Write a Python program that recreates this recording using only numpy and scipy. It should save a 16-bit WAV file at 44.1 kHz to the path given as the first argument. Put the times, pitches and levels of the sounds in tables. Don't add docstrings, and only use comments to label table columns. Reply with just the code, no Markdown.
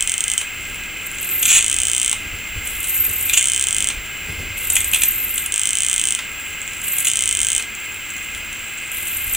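import sys
import numpy as np
from scipy import signal
from scipy.fft import rfft, irfft, next_fast_len
from scipy.io import wavfile

SR = 44100
rng = np.random.default_rng(int(sys.argv[2]) if len(sys.argv) > 2 else 0)


def dump(signal):
    limited = np.clip(np.atleast_2d(signal).T, -1, 1)
    pcm = np.round(limited * 32767).astype(np.int16)
    wavfile.write(sys.argv[1], SR, pcm)


N = 412776
TIME_S = np.arange(N) / SR


# freq_hz, level_db
SNAP_SPECTRUM = [(300, -48), (1500, -35.5), (2500, -15.5), (2850, -9), (3080, 1), (3450, -8.5), (4000, -17),
                 (4700, -22.5), (5400, -14.5), (6600, -5), (7400, -5.5), (8300, 3), (9600, -3.5),
                 (11200, -24), (13500, -25), (15300, -17)]

def flashovers():
    start_s = flashover_times()
    gains = amp(-.2 + .5 * rng.standard_normal(len(start_s)))
    spikes = strikes(start_s, gains, click(SNAP_SPECTRUM))
    scatter = strikes(start_s, gains, decay(t60_s=.016, samples=SR // 25)) * noise(SNAP_SPECTRUM)
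    return spikes + amp(-22) * scatter


# first_s, last_s, rate_hz
RATTLE_RUNS = [(0.008, 0.025, 59), (0.075, 0.14, 49), (0.18, 0.24, 38), (0.281, 0.337, 53),
               (0.379, 0.379, 59), (1.609, 2.129, 60), (3.395, 3.64, 65), (3.67, 3.888, 50),
               (5.523, 5.93, 57), (5.941, 6.15, 54), (7.085, 7.58, 58)]

def flashover_times(recharge_scatter=.17):
    jitters = rng.standard_normal((len(RATTLE_RUNS), 64))
    runs = []
    for (first_s, last_s, rate_hz), jitter in zip(RATTLE_RUNS, jitters):
        span_s = last_s - first_s
        count = max(round(span_s * rate_hz), 1)
        waits = np.exp(recharge_scatter * jitter[:count])
        runs.append(first_s + span_s * np.append(0, np.cumsum(waits)) / waits.sum())
    return np.concatenate(runs)


# start_s, end_s, pop_db, sizzle_db
ARC_BURNS = [(0.413, 1.205, -35, -46), (2.128, 2.65, -31, -50), (3.901, 4.565, -29, -50.5),
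             (6.19, 6.82, -30.5, -44.5), (7.596, 8.904, -31, -45)]
# freq_hz, level_db
SIZZLE_SPECTRUM = [(1000, -10), (5000, -23), (6700, 7), (8200, 14), (9500, -9), (11500, -14), (15500, -11)]

def soft_arc(swell_db=7, swell_s=.092):
    level = np.zeros(N)
    for start_s, end_s, _, sizzle_db in ARC_BURNS:
        swell = np.exp(-np.abs(end_s - TIME_S) / swell_s)
        level += gate(start_s, end_s, edge_s=.0092) * amp(sizzle_db + swell_db * swell)
    sizzle = unit(flutter(depth_db=3.9, rate_hz=60) * noise(SIZZLE_SPECTRUM, grain_db=8))
    ticks = sputter(SPIT_SPECTRUM, rate_hz=69, rise_s=.00064, spread_db=11)
    crackles = sputter(FLARE_SPECTRUM, rate_hz=11, rise_s=.00084, spread_db=13)
    wander = amp(1.5 * wobble(7.9))
    return level * wander * (amp(-1) * sizzle + amp(-1.5) * (ticks + crackles))


# freq_hz, level_db
POP_SPECTRUM = [(200, -3), (600, 1), (1200, 4), (2600, 1), (4500, -2), (9000, -12)]

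def pops():
    start_s, _, pop_db, _ = np.transpose(ARC_BURNS)
    return strikes(start_s, amp(pop_db), decay(t60_s=.076, samples=SR // 10)) * noise(POP_SPECTRUM)


# start_s, end_s, hiss_db, whistle_db, whistle_rise_db, tone_share
ARC_STRETCHES = [(1.064, 1.08, -47, -34.5, -15, .2), (1.21, 1.495, -32.5, -25, 8, .8),
                 (2.65, 2.886, -32, -38, -2, 0.55), (2.884, 3.39, -31.5, -26.5, -2, .8),
                 (4.566, 5.47, -33.5, -29.5, -1, 0.51), (6.833, 7.093, -30.5, -31.5, -4, 0.2),
                 (8.914, 9.4, -32, -32, 2, 0.25)]
# freq_hz, level_db
HISS_SPECTRUM = [(500, -42), (2000, -8.5), (2800, 1.5), (4000, -10), (5300, -29), (6700, -7), (8200, -4),
                 (10000, -1.5), (11500, -8), (14000, 3), (15500, 0)]
STRETCH_EDGE_S = .0054

def stretched_arc():
    level = sum(amp(hiss_db) * gate(start_s, end_s, STRETCH_EDGE_S)
                for start_s, end_s, hiss_db, *_ in ARC_STRETCHES)
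    hiss = unit(flutter(depth_db=4.4, rate_hz=170) * noise(HISS_SPECTRUM, grain_db=3.5))
    spurts = sputter(SPIT_SPECTRUM, rate_hz=70, rise_s=.0016, spread_db=16)
    return level * (amp(1) * hiss + spurts)


def whistle(pitch_hz=13248, band_hz=13160, half_width_hz=330, ends_db=-4):
    level, tone_share = np.zeros(N), np.zeros(N)
    for start_s, end_s, _, level_db, rise_db, share in ARC_STRETCHES:
        on = gate(start_s, end_s, STRETCH_EDGE_S)
        progress = np.interp(TIME_S, [start_s, end_s], [-1, 1])
        level += on * amp(level_db + rise_db * progress / 2 + ends_db * progress ** 2)
        tone_share += on * share
    tone_share = np.clip(tone_share, 0, 1)
    jitter_hz = (12 + 60 * (1 - tone_share)) * wobble(150)
    tone = np.sqrt(2) * np.sin(2 * np.pi * np.cumsum(pitch_hz + jitter_hz) / SR)
    fuzz = unit(filtered(rng.standard_normal(N), lambda hz: resonance(hz, band_hz, half_width_hz)))
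    stutter = amp((1.2 + 3.8 * (1.5 - tone_share)) * wobble(110))
    voice = np.sqrt(tone_share) * tone * stutter + np.sqrt(1 - tone_share) * fuzz
    waver_db = 2 * wobble(14)
    return amp(4 + waver_db) * level * voice


# time_s, level_db, crack_offset_db
ARC_SPITS = [(2.8414, -11, -15), (3.0505, -12, -15), (3.0974, -11.5, -18), (3.2834, -13, -20),
             (3.2959, -7, -9.5), (4.7007, -0.5, -23), (4.7227, -5, -21), (4.7547, -1, -14.5),
             (4.7657, -7.5, -5.5), (4.804, -6.5, -17), (4.8443, -6.5, -20), (4.9343, -4, -8),
             (4.9457, -3, -11), (4.96, -9, -8), (5.019, -5.5, -9.5), (5.0348, -3.5, -10.5),
             (5.3797, -8, -12), (5.46, -11, -13), (6.984, -4.5, -22), (7.003, -8, -23), (7.0472, -5, -16),
             (9.3483, -4.5, -15)]
# freq_hz, level_db
SPIT_SPECTRUM = [(1000, -28), (5300, -28), (6800, -6.5), (8200, 3), (9200, 1), (10200, -1), (11500, -14.5),
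                 (15500, -10.5)]
# freq_hz, level_db
CRACK_SPECTRUM = [(500, -25), (1700, -14.5), (2400, 2.5), (3000, 0), (3700, -4), (4400, -16.5),
                  (5400, -18.5), (6600, -4), (9000, -29)]

def spits(rise_s=.0027, lead_s=.0016, catch_db=-17.5, catch_crack_db=-3):
    catches = [(start_s, catch_db, catch_crack_db) for start_s, *_ in ARC_BURNS]
    time_s, level_db, crack_offset_db = np.transpose(list(ARC_SPITS) + catches)
    start_s = time_s - lead_s
    puff = pulse(rise_s) ** 2
    bright = strikes(start_s, amp(level_db - 8), puff) * noise(SPIT_SPECTRUM, grain_db=3.5)
    crack_level = strikes(start_s, amp(level_db + crack_offset_db - 2), puff)
    return bright + crack_level * noise(CRACK_SPECTRUM, grain_db=2)


# start_s, length_s, level_db
ARC_FLARES = [(1.427, .009, -14), (1.454, .007, -12), (1.48, 0.043, -13), (1.526, 0.067, -13.3),
              (3.332, 0.014, -13.5), (3.369, .018, -12.5), (4.764, .008, -18), (7.052, .004, -16),
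              (7.068, 0.014, -15)]
# freq_hz, level_db
FLARE_SPECTRUM = [(300, -41), (1000, -20), (1900, -9), (2700, 3), (3400, -1.5), (4100, -12), (5000, -17.5),
                  (5700, -10.5), (6900, 5.5), (8200, 2), (10000, -4), (11500, -15), (15500, -10)]

def flares():
    level = sum(amp(level_db) * gate(start_s, start_s + length_s, edge_s=.0017)
                for start_s, length_s, level_db in ARC_FLARES)
    restrikes = flutter(depth_db=2.3, rate_hz=450)
    return level * unit(restrikes * noise(FLARE_SPECTRUM, grain_db=4.5))


def sputter(spectrum, rate_hz, rise_s, spread_db):
    start_s = np.cumsum(rng.uniform(.15, 1.85, round(2 * rate_hz * N / SR))) / rate_hz
    start_s = start_s[start_s < N / SR]
    gains = amp(-spread_db * rng.random(len(start_s)))
    return unit(strikes(start_s, gains, pulse(rise_s)) * noise(spectrum, grain_db=6))


# pitch_hz, rms_db
DRIVER_TONES = [(7440, -39), (14880, -38)]

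def driver_whine():
    phase_per_hz = 2 * np.pi * np.cumsum(1 + .00008 * wobble(5.7)) / SR
    waver = amp(.8 * wobble(6))
    return waver * sum(np.sqrt(2) * amp(db) * np.sin(hz * phase_per_hz) for hz, db in DRIVER_TONES)


# centre_hz, half_width_hz, level_db
FAN_RESONANCES = [(1355, 145, -12.5), (1623, 65, -5), (2105, 104, 0), (2533, 162, -3), (2720, 336, -6),
                  (2976, 76, -8), (3284, 53, -11)]
# freq_hz, level_db
AIR_SPECTRUM = [(30, -11), (150, -10.5), (320, -3), (550, -9), (800, -2), (1200, -2.5), (3000, -8),
                (3800, -1), (4800, -8.5), (7000, -5), (9000, -10), (13500, -12), (15300, -2.5)]

def fan():
    def housing(hz):
        return np.sqrt(sum((amp(level_db) * resonance(hz, centre_hz, half_width_hz)) ** 2
                           for centre_hz, half_width_hz, level_db in FAN_RESONANCES))
    rush = unit(filtered(rng.standard_normal(N), housing))
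    return amp(-30.5) * rush + amp(-38) * noise(AIR_SPECTRUM)


# time_s, rumble_db, rub_db
RUMBLE_LEVELS = [(0.0, -41, -48.5), (1.41, -45.5, -43), (1.82, -39.5, -45.5), (2.06, -42.5, -44.5),
                 (2.4, -39, -43.5), (2.74, -40.5, -47), (3.44, -42.5, -46.5), (4.48, -37, -42.5),
                 (5.58, -44.5, -48), (6.96, -48, -45.5), (7.43, -43, -48), (7.72, -47.5, -47.5),
                 (8.94, -44.5, -46.5), (9.36, -38.5, -47.5)]
# freq_hz, level_db
RUMBLE_SPECTRUM = [(8, -28), (22, 3), (55, -1.5), (88, 0.5), (115, -16), (300, -29.5)]
# freq_hz, level_db
RUB_SPECTRUM = [(50, -29), (90, -3.5), (130, -6), (190, -6.5), (330, -8), (600, -14), (1200, -25.5)]
# start_s, level_db, tilt_db_per_octave
DULL_BUMPS = [(1.31, -33, 10), (2.251, -25.5, 3), (2.325, -21.5, 0), (2.56, -17, -3), (2.99, -24, -2),
              (3.08, -23, 2), (3.97, -28, -12), (4.285, -19.5, 5), (4.391, -21, 6), (4.5, -26, 0),
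              (7.4, -35, -12), (9.26, -32, -6)]
# pitch_hz, level_db, t60_s
BUMP_MODES = [(46.5, -1.5, 0.11), (90.8, -0.5, .13), (158.5, -13, .09)]

def rumble_and_bumps():
    knot_s, *levels_db = np.transpose(RUMBLE_LEVELS)
    rumble_db, rub_db = (np.interp(TIME_S, knot_s, column) for column in levels_db)
    tremble_db = 1.5 * wobble(5)
    start_s, level_db, tilt = np.transpose(DULL_BUMPS)
    bumps = np.zeros(N)
    for pitch_hz, mode_db, t60_s in BUMP_MODES:
        octaves = np.log2(pitch_hz / BUMP_MODES[1][0])
        gains = amp(level_db + mode_db + tilt * octaves + 2)
        bumps += strikes(start_s, gains, ring(pitch_hz, t60_s, attack_s=.01))
    scuff_fade = decay(t60_s=.3, samples=SR // 2)
    scuffs = strikes(start_s, amp(level_db + tilt - 17), scuff_fade) * noise(RUB_SPECTRUM)
    rumble = amp(rumble_db + tremble_db + 1) * noise(RUMBLE_SPECTRUM)
    rubbing = amp(rub_db + tremble_db / 2 + 2) * noise(RUB_SPECTRUM)
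    return scuffs + rumble + rubbing + bumps


# delay_s, level_db
REFLECTIONS = [(.003, -20), (.0045, -20), (.0106, -46), (.012, -37), (.03, -41)]
# freq_hz, t60_s
ROOM_DECAY = [(300, 0.11), (3000, 0.28), (8000, 0.25), (15000, 0.036)]

def workshop(x, wet_db):
    hz, time_s, bins = signal.stft(rng.standard_normal(SR // 2), SR, nperseg=256)
    fade = amp(-60 * time_s / along(ROOM_DECAY, hz)[:, None])
    _, tail = signal.istft(bins * fade, SR, nperseg=256)
    response = amp(wet_db) * tail / np.linalg.norm(tail)
    response[0] += 1
    for delay_s, level_db in REFLECTIONS:
        response[round(delay_s * SR)] += amp(level_db)
    return signal.fftconvolve(x, response)[:N]


def amp(db):
    return 10 ** (np.asarray(db) / 20)


def unit(x):
    return x / np.sqrt(np.mean(x ** 2) + 1e-20)


def along(points, hz):
    knot_hz, values = np.transpose(points)
    return np.interp(np.log(hz + 1), np.log(knot_hz + 1), values)


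def gate(start_s, end_s, edge_s):
    return np.clip(np.minimum(TIME_S - start_s, end_s - TIME_S) / edge_s + .5, 0, 1)


def decay(t60_s, samples):
    return amp(-60 * np.arange(samples) / SR / t60_s)


def pulse(rise_s):
    age = np.arange(SR // 50) / SR / rise_s
    return age * np.exp(1 - age)


def ring(pitch_hz, t60_s, attack_s):
    time_s = np.arange(SR // 2) / SR
    onset = 1 - np.exp(-time_s / attack_s)
    return np.sin(2 * np.pi * pitch_hz * time_s) * decay(t60_s, len(time_s)) * onset


def resonance(hz, centre_hz, half_width_hz):
    return 1 / (1 + ((hz - centre_hz) / half_width_hz) ** 2)


def wobble(rate_hz):
    knots = rng.standard_normal(int(N * rate_hz / SR) + 4)
    smooth = signal.resample_poly(knots, 8, 1)
    return unit(np.interp(TIME_S * rate_hz * 8, np.arange(len(smooth)), smooth))


def flutter(depth_db, rate_hz):
    return amp(depth_db * np.tanh(wobble(rate_hz)))


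def filtered(x, response):
    size = next_fast_len(N + SR // 4)
    hz = np.fft.rfftfreq(size, 1 / SR)
    return irfft(rfft(x, size) * response(hz), size)[..., :N]


def noise(spectrum, grain_db=0):
    white = rng.standard_normal(N)
    if grain_db:
        white *= amp(grain_db * wobble(1500))
    return unit(filtered(white, lambda hz: amp(along(spectrum, hz))))


def click(spectrum, size=1024):
    magnitude = amp(along(spectrum, np.fft.rfftfreq(size, 1 / SR)))
    cepstrum = irfft(np.log(magnitude))
    cepstrum[1:size // 2] *= 2
    cepstrum[size // 2 + 1:] = 0
    shape = irfft(np.exp(rfft(cepstrum)))
    return shape / np.abs(shape).max()


def strikes(start_s, gains, shape):
    out = np.zeros(N + 2 * len(shape))
    starts = np.clip(np.round(start_s * SR).astype(int), 0, N)
    for start, gain in zip(starts, gains):
        out[start:start + len(shape)] += gain * shape
    return out[:N]


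# freq_hz, lag_rad
STEREO_LAG = [(150, .006), (1000, 0.015), (1800, 0.0071), (2400, 0.24), (3300, 0.43), (4200, 0.13),
              (6000, 0.79), (8500, 1.19), (11000, 1.55), (15500, 2.23)]

def scene():
    arc = pops() + soft_arc() + stretched_arc() + spits() + flares()
    sparks = workshop(flashovers(), wet_db=-8.5) + amp(1) * workshop(arc, wet_db=-5.5)
    mono = sparks + whistle() + fan() + driver_whine() + rumble_and_bumps()
    return filtered(mono, lambda hz: np.exp(.5j * np.outer([-1, 1], along(STEREO_LAG, hz))))


def record(dry):
    ceiling, cutoff_hz = .98, 15900
    return filtered(np.clip(dry, -ceiling, ceiling), lambda hz: hz < cutoff_hz)


dry = scene()
out = record(dry)
dump(out)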